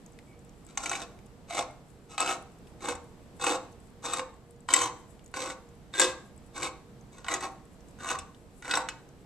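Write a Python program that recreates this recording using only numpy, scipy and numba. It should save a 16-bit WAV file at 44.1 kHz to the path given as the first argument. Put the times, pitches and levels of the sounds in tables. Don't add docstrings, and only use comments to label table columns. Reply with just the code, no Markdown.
import sys
import numpy as np
from scipy import signal
from scipy.fft import rfft, irfft
from scipy.io import wavfile
from numba import njit

SR = 44100
rng = np.random.default_rng(int(sys.argv[2]) if len(sys.argv) > 2 else 0)


def generate_wav(sig):
    pcm = np.round(np.clip(np.atleast_2d(sig).T, -1, 1) * 32767).astype(np.int16)
    wavfile.write(sys.argv[1], SR, pcm)


N = 407925


def undb(db):
    return 10 ** (np.asarray(db) / 20)


def level(x, db):
    return x * undb(db) / np.sqrt(np.mean(x ** 2))


def on_log(table, hz, axis=1):
    table = np.array(table)
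    return np.interp(np.log(hz + 1), np.log(table[:, 0] + 1), table[:, axis])


@njit
def moving_mode(x, hz, width):
    y, band_state, low_state = np.empty(len(x)), 0., 0.
    for i in range(len(x)):
        g, k = np.tan(np.pi * hz[i] / SR), width / hz[i]
        v = (band_state + g * (x[i] + 1e-18 - low_state)) / (1 + g * (g + k))
        band_state = 2 * v - band_state
        low_state += 2 * g * v
        y[i] = k * v
    return y


def mode(x, hz, width):
    return signal.lfilter(*signal.iirpeak(hz, hz / width, fs=SR), x)


def band(x, lo_hz, hi_hz):
    return signal.sosfilt(signal.butter(2, [lo_hz, hi_hz], "band", fs=SR, output="sos"), x)


def walk(rate):
    knots = rng.standard_normal(int(N / SR * rate) + 2)
    return 1.13 * np.interp(np.arange(N) * rate / SR, np.arange(len(knots)), knots)


def burst(decay_s):
    t = np.arange(int(.04 * SR)) / SR
    envelope = np.exp(-t / decay_s) + 1.22 * np.exp(-t / 0.000099)
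    return rng.standard_normal(len(t)) * envelope / 3


# frequency in Hz, relative density in dB per Hz.
AIR_SPECTRUM = [(12, -27.5), (20, -6), (204, -3.5), (443, -11.5), (481, -16.5), (617, -14), (671, -15.5),
                (2030, -27.5), (8080, -36.5), (13700, -42.5), (14800, -52)]
# frequency in Hz, squared correlation from 0 to 1.
AIR_LIKENESS = [(60, 0.71), (130, 1), (290, 0.3), (630, 1), (1370, 0), (3010, 0.1), (6580, 0), (14400, 0)]
# frequency in Hz, left minus right in dB.
BACKGROUND_SIDE = [(60, -9), (110, -3), (200, -0.5), (370, -0.5), (690, -1.5), (1260, 0.0), (2320, 1),
                   (4260, -1), (7830, 1.5), (14400, 0.5)]
# frequency in Hz, width in Hz, level in dB rms before the lean.
MOTOR_HUM = [(54.95, 8, -66.5), (124, 30, -63.5), (472.9, 7.1, -64)]
AIR_DB = -53.5


def kitchen():
    hz = np.fft.rfftfreq(N, 1 / SR)
    alike = np.sqrt(np.clip(on_log(AIR_LIKENESS, hz), 0, 1))
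    mid, side = rfft(rng.standard_normal((2, N)))
    opposite = np.array([[1], [-1]])
    pair = np.sqrt(1 + alike) * mid + np.sqrt(1 - alike) * side * opposite
    air = level(irfft(pair * undb(on_log(AIR_SPECTRUM, hz)), N), AIR_DB) * undb(walk(2.99))
    rustle = band(rng.standard_normal(N), 7000, 11000) * undb(7.3 * walk(19.0))
    air[0] += level(rustle, -76)
    hum = sum(level(mode(rng.standard_normal(N), f, width), db) for f, width, db in MOTOR_HUM)
    lean = undb(on_log(BACKGROUND_SIDE, hz) * opposite / 2)
    return irfft(rfft(air + hum) * lean, N)


# start in seconds, level in dB before make-up gain, pitch in Hz.
LOOSE_TICKS = [(0.062, -47, 6700), (0.189, -45.5, 2140), (0.392, -57, 7550), (0.494, -55, 6600),
               (0.6659, -51, 7400), (1.1897, -50, 2020), (2.672, -51, 2550), (4.3645, -58, 2170),
               (5.1936, -52, 2600), (5.2613, -47, 6500), (6.3779, -55.5, 7860), (8.3469, -51, 3480)]


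def ticks():
    out = np.zeros(N + SR)
    chance = rng.random((60, 3))
    faint = np.c_[chance[:, 0] * N / SR, -62 + 8 * chance[:, 1], 6000 + 4000 * chance[:, 2]]
    for at, db, hz in [*LOOSE_TICKS, *faint]:
        click = burst(0.0025)
        coloured = mode(click, hz, 800) + .08 * band(click, 2000, 8300)
        out[int(at * SR):][:len(click)] += undb(db + 19.0) * coloured
    return out[:N]


# start in seconds, relative level in dB, pitch in Hz.
CAN_ROCKS = [(2.925, -45, 80.1), (4.799, -47.5, 101.5), (6.069, -44.5, 67.4), (6.671, -46.5, 68.8),
             (7.399, -47.5, 80), (8.169, -44.5, 82)]


def thumps():
    out = np.zeros(N + SR)
    t = np.arange(int(.25 * SR)) / SR
    envelope = np.e * t / 0.0266 * np.exp(-t / 0.017)
    for at, db, hz in CAN_ROCKS:
        out[int(at * SR):][:len(t)] += undb(db) * envelope * np.sin(2 * np.pi * hz * t)
    return out[:N]


# centre in seconds, spread in seconds, pitch in Hz,
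# level in dB rms before the swell.
RIVET_SQUEAK = (.32, .045, 2270, -66)


def squeak():
    at, spread_s, hz, db = RIVET_SQUEAK
    swell = np.exp(-((np.arange(N) / SR - at) / spread_s) ** 2)
    return level(mode(rng.standard_normal(N), hz, 64), db) * swell


def slips(rate, spread_db):
    size = undb(spread_db * np.minimum(rng.exponential(size=N), 4))
    impulses = (rng.random(N) < rate / SR) * size
    force = signal.lfilter([1], [1, -np.exp(-1 / (.0012 * SR))], impulses)
    return level((level(force, 0) + 0.84) * rng.standard_normal(N) * undb(2 * walk(45)), 0)


def sheet(x, t60_s):
    t = np.arange(int(.12 * SR)) / SR
    response = level(rng.standard_normal(len(t)) * undb(-60 * t / t60_s), 0) / np.sqrt(len(t))
    return 0.6 * x + signal.fftconvolve(x, response)[:N]


BITE_S, BITE_FROM_DB = 0.023, 23.5
RELEASE_DB_PER_S = 801
DULLING_DB = -2


def stroke(t, at, swell_s, fall_s, peak_db, bite_db, end_db, bright_db):
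    peak, end = at + max(swell_s, BITE_S + .005), at + swell_s + fall_s
    below_peak_db = np.array([bite_db + BITE_FROM_DB, bite_db, 0, end_db, end_db + .1 * RELEASE_DB_PER_S])
    db = np.interp(t, [at, at + BITE_S, peak, end, end + .1], peak_db - below_peak_db)
    can = undb(db) * (t > at) * (t < end + .1)
    easing = np.clip((t - peak) / fall_s, 0, 1)
    return np.array([can, can * undb(bright_db + DULLING_DB * easing)])


# start in seconds, swell in seconds, fall in seconds, relative peak in dB,
# bite and end in dB below the peak, opener against the can in dB, low lid ring in Hz and dB,
# high lid ring in Hz and dB, rim ring in Hz, ring of the can wall in dB.
CRANK_TURNS = [(0.781, 0.16, 0.092, -38, 6.1, 2.4, -3, 680, -2.5, 1347, -4, 2320, -5),
               (1.47, .11, 0.042, -32, 15.2, 4.2, -4, 680, 5.5, 1240, -8.5, 2100, 0),
               (2.174, 0.044, 0.13, -32.5, 4, 6.3, -3, 786, 6.5, 1273, 2.5, 2590, -1),
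               (2.788, 0.1, 0.052, -29.5, 11.5, 13, -7, 766, -7, 1240, -21, 2090, 2),
               (3.389, 0.1, 0.067, -26.5, 9, 6.2, -4.5, 760, -5, 1390, -11.5, 2585, 6.5),
               (4.023, .11, 0.062, -35, 1.3, 1.1, -3, 916, 0.5, 1184, -7, 2410, 5),
               (4.681, 0.15, 0.041, -29.5, 3.4, 7.4, -2, 1015, 7, 1400, -6.5, 3044, 0),
               (5.331, 0.077, .11, -31.5, 5.7, 5.2, -5.5, 1130, -12.5, 1480, -5.5, 2044, 4),
               (5.927, 0.099, 0.082, -27.5, 9.7, 14, 1, 1190, -0.5, 1614, 1.5, 1980, 5),
               (6.529, 0.12, 0.037, -30, 14.7, 18, -4.5, 1068, 1.5, 1515, -7, 2217, -3),
               (7.26, 0.045, 0.066, -27, 18, 3.3, -8, 1050, 5.5, 1420, -10, 1920, -2),
               (7.395, 0.041, 0.029, -29, 9.6, 8, -11, 798, -10, 1260, -9, 1954, -6),
               (7.978, 0.14, 0.038, -31, 12, 11, -6.5, 1130, 7.5, 1470, -4, 2650, -0.5),
               (8.623, 0.12, 0.069, -31.5, 12.2, 3.1, -7, 930, 4, 1438, 1.5, 1980, 2)]
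# start in seconds, length in seconds,
# relative level in dB, opener against the can in dB.
RIM_BRUSHES = [(0.656, 0.1, -61, -3), (2.083, 0.064, -52.5, 1.5), (7.11, 0.14, -59.5, -0.5),
               (8.843, 0.073, -59, -25)]


def tearing(t):
    gains = sum(stroke(t, *row[:7]) for row in CRANK_TURNS)
    for at, length_s, db, opener_db in RIM_BRUSHES:
        gains = gains + stroke(t, at, length_s / 2, length_s / 2, db, 0, 0, opener_db)
    can_gain, opener_gain = gains
    tear = slips(350, 4.03)
    return tear * can_gain * undb(-3), tear * opener_gain * undb(-1.5)


# start in seconds, relative opener level in dB,
# can against it in dB, pitch in Hz of the struck part.
SEAM_SNAPS = [(0.7741, -24.5, 2, 6260), (0.8589, -25, -1.5, 2230), (0.8949, -25.5, -8, 6100),
              (0.9153, -27, 5.5, 7460), (0.9311, -28.5, -21, 2200), (0.9532, -27.5, -5, 2520),
              (1.0229, -34, -1, 3570), (1.5808, -31, 7, 2130), (2.1799, -24.5, -5, 2400),
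              (2.2039, -20.5, -1.5, 7660), (2.3092, -32.5, 8, 2580), (2.9522, -39, -7, 7400),
              (3.398, -44.5, 8, 3690), (3.4131, -36, 5, 3690), (3.4411, -22.5, 1, 7220),
              (3.4665, -22, -1, 2700), (4.135, -22.5, 0.5, 7550), (4.1944, -33, 6.5, 1900),
              (4.6882, -30.5, 7.5, 7400), (4.7371, -8.5, -14, 7610), (4.7626, -17.5, -10, 7600),
              (4.8174, -26.5, 6.5, 7100), (5.3403, -32, -1, 1500), (5.4191, -29, -22, 3670),
              (5.5009, -33.5, -18, 2060), (5.9384, -35, 1, 3650), (5.9968, -9, -4, 7270),
              (6.0177, -20, -1, 3830), (6.0432, -20.5, -4, 3840), (6.6293, -27.5, -17, 2270),
              (7.2454, -40.5, 6.5, 2630), (7.2654, -46.5, 16.5, 2960), (7.2838, -26, 2.5, 2020),
              (7.3163, -25, -3, 2020), (7.3394, -20.5, -3, 6530), (7.4071, -31.5, -9, 7950),
              (8.0885, -27.5, -8, 2760), (8.1132, -39, 14.5, 7600), (8.1878, -29, -17, 8040),
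              (8.6238, -42, -1.5, 2040), (8.654, -38, 2, 1470), (8.7111, -19.5, -29, 3770),
              (8.738, -22.5, 6, 3700), (8.7534, -21, -19, 5630), (8.7715, -21, 3.5, 7400),
              (8.8877, -27.5, -14, 1600)]


def snaps():
    can, tool, crack = np.zeros((3, N))
    for at, db, can_db, hz in SEAM_SNAPS:
        i, blow = int(at * SR), burst(0.0049)
        span = slice(i, i + len(blow))
        tool[span] += undb(db + 3.5) * blow
        can[span] += undb(db + can_db + 5.5) * band(blow, 600, 9000)
        crack[span] += undb(db + 20.0) * mode(blow, hz, 250)
    return can, tool, crack


# width in Hz, gain in dB.
RING_WIDTHS = [(80.3, 12.5), (59, 18), (70, 14), (150, 13), (120, 9)]
# frequency in Hz before detuning, level in dB.
GEAR_TONES = [(3740, -2.5), (5900, -4.5)]
GEAR_DETUNE = .015
HANDOVER_DB_PER_S, HANDOVER_S = 1.0351, 0.037
SAG = 0.034
RIM_DB, RIM_SPREAD_DB = -2, 2.5


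def lid_rings(t, now, can_drive, tool_drive):
    turns, chance = np.array(CRANK_TURNS), rng.standard_normal((len(CRANK_TURNS), 3))
    low_hz, low_db, high_hz, high_db, rim_hz, _ = turns[now, 7:].T
    takeover = np.tanh((t - turns[now, 0] - turns[now, 1]) / HANDOVER_S)
    shift_db = HANDOVER_DB_PER_S * t * takeover
    rings = [(can_drive, low_hz * (1 - SAG * takeover), low_db + shift_db),
             (can_drive, high_hz, high_db - shift_db),
             (tool_drive, rim_hz, RIM_DB + RIM_SPREAD_DB * chance[now, 0])]
    for k, (hz, db) in enumerate(GEAR_TONES):
        rings.append((tool_drive, hz * (1 + GEAR_DETUNE * chance[now, k + 1]), db))
    out = np.zeros(N)
    for (drive, hz, db), (width, gain_db) in zip(rings, RING_WIDTHS):
        out += undb(db + gain_db + 2 * walk(23)) * moving_mode(drive, hz, float(width))
    return out


def ring(modes, drive):
    norm = np.sqrt(sum(undb(db) ** 2 * width for _, width, db in modes) * np.pi / SR)
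    return sum(undb(db + 2.8 * walk(12)) * mode(drive, hz, width) for hz, width, db in modes) / norm


# frequency in Hz, width in Hz, relative level in dB.
CAN_MODES = [(313, 11.7, -8.5), (360, 47, 0), (488, 13, 2), (516.4, 20, -3), (683, 21, 1), (810, 40, -0.5),
             (1072, 110, 1.5), (1368, 21, 0), (1578, 230, -13.5), (1786, 75, -14.5)]
# frequency in Hz, width in Hz, relative level in dB.
OPENER_MODES = [(2150, 230, -5.5), (2569, 23, -1), (3440, 110, -9.5), (4000, 23, -17), (4987, 97, -15),
                (5520, 98, -9), (6190, 720, -9.5), (7160, 220, -10), (7580, 58, -7.5), (8400, 49, -14.5),
                (9700, 53, -24.5)]


def opener():
    t = np.arange(N) / SR
    turns = np.array(CRANK_TURNS)
    now = np.searchsorted(turns[1:, 0] - .1, t)
    can_tear, tool_tear = tearing(t)
    can_snap, tool_snap, crack = snaps()
    can_drive, tool_drive = can_tear + can_snap, tool_tear + tool_snap
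    bed = undb(6.5) * band(can_drive, 300, 1200) + undb(-1.0) * band(tool_drive, 1700, 6400)
    steel = lid_rings(t, now, can_drive, tool_drive) + sheet(bed, 0.14) + crack
    steel += undb(-9.5) * ring(CAN_MODES[:2], can_drive)
    steel += undb(turns[now, 12] - 12.5) * ring(CAN_MODES[2:4], can_drive)
    steel += undb(-5.5) * ring(CAN_MODES[4:], can_drive)
    steel += undb(-4.5) * ring(OPENER_MODES, tool_drive)
    sheen = band(sheet(tool_drive, .04), 9500, 14000)
    return band(steel, 260, 8570) + undb(-27.5) * sheen


# frequency in Hz, left minus right in dB, phase in radians by which left leads.
PORT_DIFFERENCE = [(59.95, -6.5, 0.5), (247.5, -1, -0.5), (700, -2.5, -0.12), (1400, 0, 0.44),
                   (2900, -0.5, 0.46), (4300, 0, -1.84), (5600, -4.5, 1.1), (7250, -0.5, 0.5),
                   (8110, 19, 7), (12500, 17, -11.5)]


def direct(near):
    hz = np.fft.rfftfreq(N, 1 / SR)
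    right = undb(-on_log(PORT_DIFFERENCE, hz)) * np.exp(-1j * on_log(PORT_DIFFERENCE, hz, axis=2))
    ports = np.array([np.ones(len(hz)), right]) * 2 / (1 + abs(right))
    return irfft(rfft(near) * ports, N)


ROOM_T60_S, ROOM_DB, ROOM_DULL_HZ = 0.43, -13.5, 9000


def room(near):
    t = np.arange(int(.7 * SR)) / SR
    common, own = rng.standard_normal(len(t)), rng.standard_normal((2, len(t)))
    tail = band(common, 67, 1500) + 0.38 * band(own, 360, ROOM_DULL_HZ)
    tail *= undb(-60 * t / ROOM_T60_S) * (t > .004)
    tail *= undb(ROOM_DB) / np.sqrt(np.mean(tail ** 2) * len(t))
    nearby = undb(-25.5) * band(own, 1800, 14000) * undb(-60 * t / 0.023) * (t > .001)
    return signal.fftconvolve(near[None], tail + nearby, axes=1)[:, :N]


def scene():
    near = opener() + ticks() + thumps() + squeak()
    return direct(near) + room(near) + kitchen()


# frequency in Hz, width in Hz, gain in dB of the added resonance.
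PORT_CHANNELS = [(7686, 430, 3), (7750, 1100, -10)]
TOP_HZ = 14300


def record(dry):
    heard = [x + undb(db) * mode(x, hz, width) for x, (hz, width, db) in zip(dry, PORT_CHANNELS)]
    return signal.sosfilt(signal.ellip(8, .2, 70, TOP_HZ, fs=SR, output="sos"), heard)


dry = scene()
out = record(dry)
generate_wav(out)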